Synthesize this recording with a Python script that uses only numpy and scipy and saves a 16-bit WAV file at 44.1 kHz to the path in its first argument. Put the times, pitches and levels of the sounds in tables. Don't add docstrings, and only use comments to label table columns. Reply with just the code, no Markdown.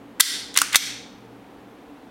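import sys
import numpy as np
from scipy import signal
from scipy.fft import irfft
from scipy.io import wavfile
from scipy.ndimage import uniform_filter1d, map_coordinates

SR = 44100
rng = np.random.default_rng(int(sys.argv[2]) if len(sys.argv) > 2 else 0)


def wav_record(signal):
    frames = np.transpose(np.atleast_2d(signal))
    bounded = np.clip(frames, -1, 1)
    quanta = np.round(bounded * 32767).astype(np.int16)
    wavfile.write(sys.argv[1], SR, quanta)


N = 92610

# [t/s, level/dB, treble tilt/(dB per octave), t60/s, send to the room/dB]
STEEL_CLICKS = [(0.1973, -24, 5, .02, 0.5), (0.2, -9.5, 6, 0.016, 0), (0.2027, -3, 9, 0.014, 0.5),
                (0.2068, 12, 2.5, 0.014, 2), (0.5414, -27, -5.5, .025, 2), (0.5609, -22.5, 2.5, 0.022, 0.5),
                (0.5657, -13, -3.5, 0.0068, 0), (0.5738, 5, -1.5, 0.012, -2.5),
                (0.5871, -4.5, -1, 0.012, -1), (0.5997, -18.5, 2.5, .018, 0), (.6164, -3.5, -1.5, .014, 0),
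                (.727, -25.5, -4, .04, 0.5), (0.73, -21, -4, .025, 0), (.7438, -21.5, 0, .02, 0),
                (0.7472, -14.5, -1, 0.014, 0), (.7568, 12.5, -4, 0.0088, -3), (0.7608, 5.5, 3, 0.0065, -4),
                (0.764, -1.5, -1, 0.03, -2.5)]
# [t/s, level/dB, t60/s]
LOCKWORK_KNOCKS = [(0.1986, -17.5, .04), (.2045, -13.5, .02), (0.5533, -27, 0.0822), (0.5636, -16.5, .025),
                   (0.573, -16.5, .03), (.5745, -7, .025), (0.5859, -14, .025), (.7235, -27, 0.078),
                   (0.734, -22.5, .035), (0.7377, -19.5, .03), (0.7441, -10, .03), (.747, -9, .022)]
# [f/Hz, level/dB]
STEEL_COLOUR = [(60, -30.5), (250, -23.5), (500, -16.5), (850, -22), (1300, -6.5), (2400, -4.5),
                (3500, 1.5), (5000, -1), (7500, 1), (10000, -1), (12000, -6.5), (15500, -10.5)]
# [f/Hz, level/dB]
LOCKWORK_COLOUR = [(100, -31), (700, -24.5), (1200, -3), (1900, 0.5), (2600, -2), (3600, -2), (5000, -16),
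                   (14000, -32)]
# [f/Hz, level/dB, t60/s]
SLIDE_MODES = [(1510, -11, 0.038), (2000, -13, .04), (3230, -10.5, .05), (3585, -5.5, 0.05),
               (4600, -13, 0.063), (5950, -9, .04), (7570, -1.5, 0.01597), (9260, -1.5, .012),
               (12320, -4, .02)]
FRAME_MODES = [(1100, -9, .02), (1780, -14.5, .014), (1910, -1.5, 0.021)]
HAMMER_MODES = [(1420, -14, .03), (2256, -14, .07), (3311, -8, .06), (3620, -8, .06), (3833, -5, .028),
                (4310, -4, .055), (5448, -4, .024), (5975, -10, .07), (7090, -5, .03), (8172, -5, .03),
                (8387, -3, .022), (9100, -8, .04), (10010, -6, .03), (13180, -8, .07)]
TRIGGER_MODES = [(1170, -5.5, .022), (1334, -2.5, .022), (1455, -5, .022)]
# [t/s, level/dB]
SLIDE_HITS = [(0.2066, 3.5)]
FRAME_HITS = [(0.199, -9.5), (0.2027, -7)]
HAMMER_HITS = [(.5742, -17.5), (.757, -2)]
TRIGGER_HITS = [(0.617, -6.5)]
# [f/Hz, t60/s]
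WALL_T60 = [(200, .5), (1500, 0.61), (4000, 0.66), (7000, 0.54), (10000, .43), (15000, .33)]
# [f/Hz, level/dB]
WALL_COLOUR = [(100, -21.5), (800, -6), (1150, -6), (1450, -2), (1750, 0.5), (2100, 2.5), (2700, -1.5),
               (3450, -1.5), (4200, -1.5), (5300, 0), (6000, 0), (6700, -5), (9000, -6), (15000, -9)]
# [f/Hz, level/dB]
AIR_COLOUR = [(25, -25.5), (55, -17.5), (90, -25), (160, -19.5), (280, -7.5), (350, -15), (460, -13.5),
              (620, -20.5), (760, -16.5), (1050, -22.5), (2000, -29.5), (3400, -34.5), (5000, -42.5),
              (7500, -47), (15500, -50)]
# [f/Hz, level/dB, wander rate/Hz]
HUM_TONES = [(119, -59, 4.7), (200, -59, 25), (229.7, -64, 15), (285.5, -51.5, 14), (467.7, -61.5, 23)]

RISE_S = 0.00035
TILT_FROM_HZ = 5700
KNOCK_ROOM_DB = -6
ROOM_DB, ROOM_RING_DB, ROOM_DELAY_S = -7, -7.5, 0.0052
AIR_DB = -46.5
LIMIT_DB, LIMIT_ATTACK_S, RELEASE_DB_PER_S, SENSE_S = -6.5, 0.002, 93.5, 0.0014
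CLIP_DB = -1.5
LOW_CUT_HZ, TOP_HZ = 35, 16000


def contacts():
    near, outward = np.zeros((2, N))
    hits = [(STEEL_COLOUR, *click) for click in STEEL_CLICKS]
    for s, db, t60 in LOCKWORK_KNOCKS:
        hits.append((LOCKWORK_COLOUR, s, db, 0, t60, KNOCK_ROOM_DB))
    for colour, s, db, tilt_db, t60, room_db in hits:
        envelope = fade(t60)
        burst = amp(db) * envelope * noise(colour, tilt_db, size=len(envelope))
        add(near, s, burst)
        add(outward, s, amp(room_db) * burst)
    return near, outward


def ringing(modes, blows):
    out = np.zeros(N)
    for s, blow_db in blows:
        for hz, db, t60 in modes:
            envelope = fade(t60)
            cycles = hz * np.arange(len(envelope)) / SR + rng.random()
            add(out, s, amp(blow_db + db) * envelope * np.sin(2 * np.pi * cycles))
    return out


def room(x, count):
    size = 512
    delayed = np.pad(x, (round(ROOM_DELAY_S * SR), 0))[:N]
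    hz, t, spectrum = signal.stft(delayed, SR, nperseg=size)
    fed = uniform_filter1d(abs(spectrum) ** 2, count, axis=0)

    decay = np.exp(-2 * np.log(1000) * t / along(WALL_T60, hz)[:, None])
    decay = decay / decay.sum(axis=1, keepdims=True)
    stored = abs(signal.fftconvolve(fed, decay, axes=1)[:, :len(t)])

    scatter = signal.stft(rng.standard_normal(N), nperseg=size)[2]
    colour = amp(along(WALL_COLOUR, hz))[:, None]
    tail = scatter / scatter.std() * np.sqrt(stored) * colour
    return signal.istft(tail, nperseg=size)[1][:N]


def ventilation():
    t = np.arange(N) / SR
    out = amp(AIR_DB) * noise(AIR_COLOUR)
    for hz, db, wander_hz in HUM_TONES:
        knots = rng.standard_normal((2, 256))
        a, b = [map_coordinates(row, [t * wander_hz], mode="wrap") for row in knots]
        phase = 2 * np.pi * hz * t
        out += amp(db) * unit(a * np.sin(phase) + b * np.cos(phase))
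    return out


def scene():
    snaps, outward = contacts()
    parts = [(SLIDE_MODES, SLIDE_HITS), (FRAME_MODES, FRAME_HITS),
             (HAMMER_MODES, HAMMER_HITS), (TRIGGER_MODES, TRIGGER_HITS)]
    rings = sum(ringing(modes, blows) for modes, blows in parts)
    click_tail = amp(ROOM_DB) * room(outward, count=9)
    ring_tail = amp(ROOM_RING_DB) * room(rings, count=1)
    return (snaps + rings + click_tail + ring_tail + ventilation())[None]


def record(dry):
    x = dry[0]
    power = smooth(x ** 2, SENSE_S)
    over_db = np.maximum(10 * np.log10(power + 1e-12) - LIMIT_DB, 0)

    ramp_db = RELEASE_DB_PER_S * np.arange(N) / SR
    duck_db = np.maximum.accumulate(over_db + ramp_db) - ramp_db
    x = x * amp(-smooth(duck_db, LIMIT_ATTACK_S))

    x = x / (1 + (x / amp(CLIP_DB)) ** 6) ** (1 / 6)
    low_cut = signal.butter(1, LOW_CUT_HZ, "highpass", fs=SR, output="sos")
    top_cut = signal.ellip(10, 0.1, 80, TOP_HZ, fs=SR, output="sos")
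    return signal.sosfilt(top_cut, signal.sosfilt(low_cut, x))[None]


def fade(t60):
    t = np.arange(SR // 4) / SR
    return (1 - np.exp(-t / RISE_S)) * np.exp(-np.log(1000) * t / t60)


def noise(colour, tilt_db=0, size=N):
    hz = np.fft.rfftfreq(size, 1 / SR)
    octaves_up = np.log2(np.maximum(hz / TILT_FROM_HZ, 1))
    gain = amp(along(colour, hz) + tilt_db * octaves_up)
    return unit(irfft(gain * np.exp(2j * np.pi * rng.random(len(hz))), size))


def add(track, s, sound):
    part = track[round(s * SR):][:len(sound)]
    part += sound[:len(part)]


def along(points, hz):
    f, v = np.transpose(points)
    return np.interp(np.log(hz + 1), np.log(f + 1), v)


def amp(db):
    return 10 ** (np.asarray(db) / 20)


def unit(x):
    return x / np.sqrt(np.mean(x ** 2) + 1e-20)


def smooth(x, seconds):
    k = np.exp(-1 / (seconds * SR))
    return signal.lfilter([1 - k], [1, -k], x)


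dry = scene()
out = record(dry)
wav_record(out)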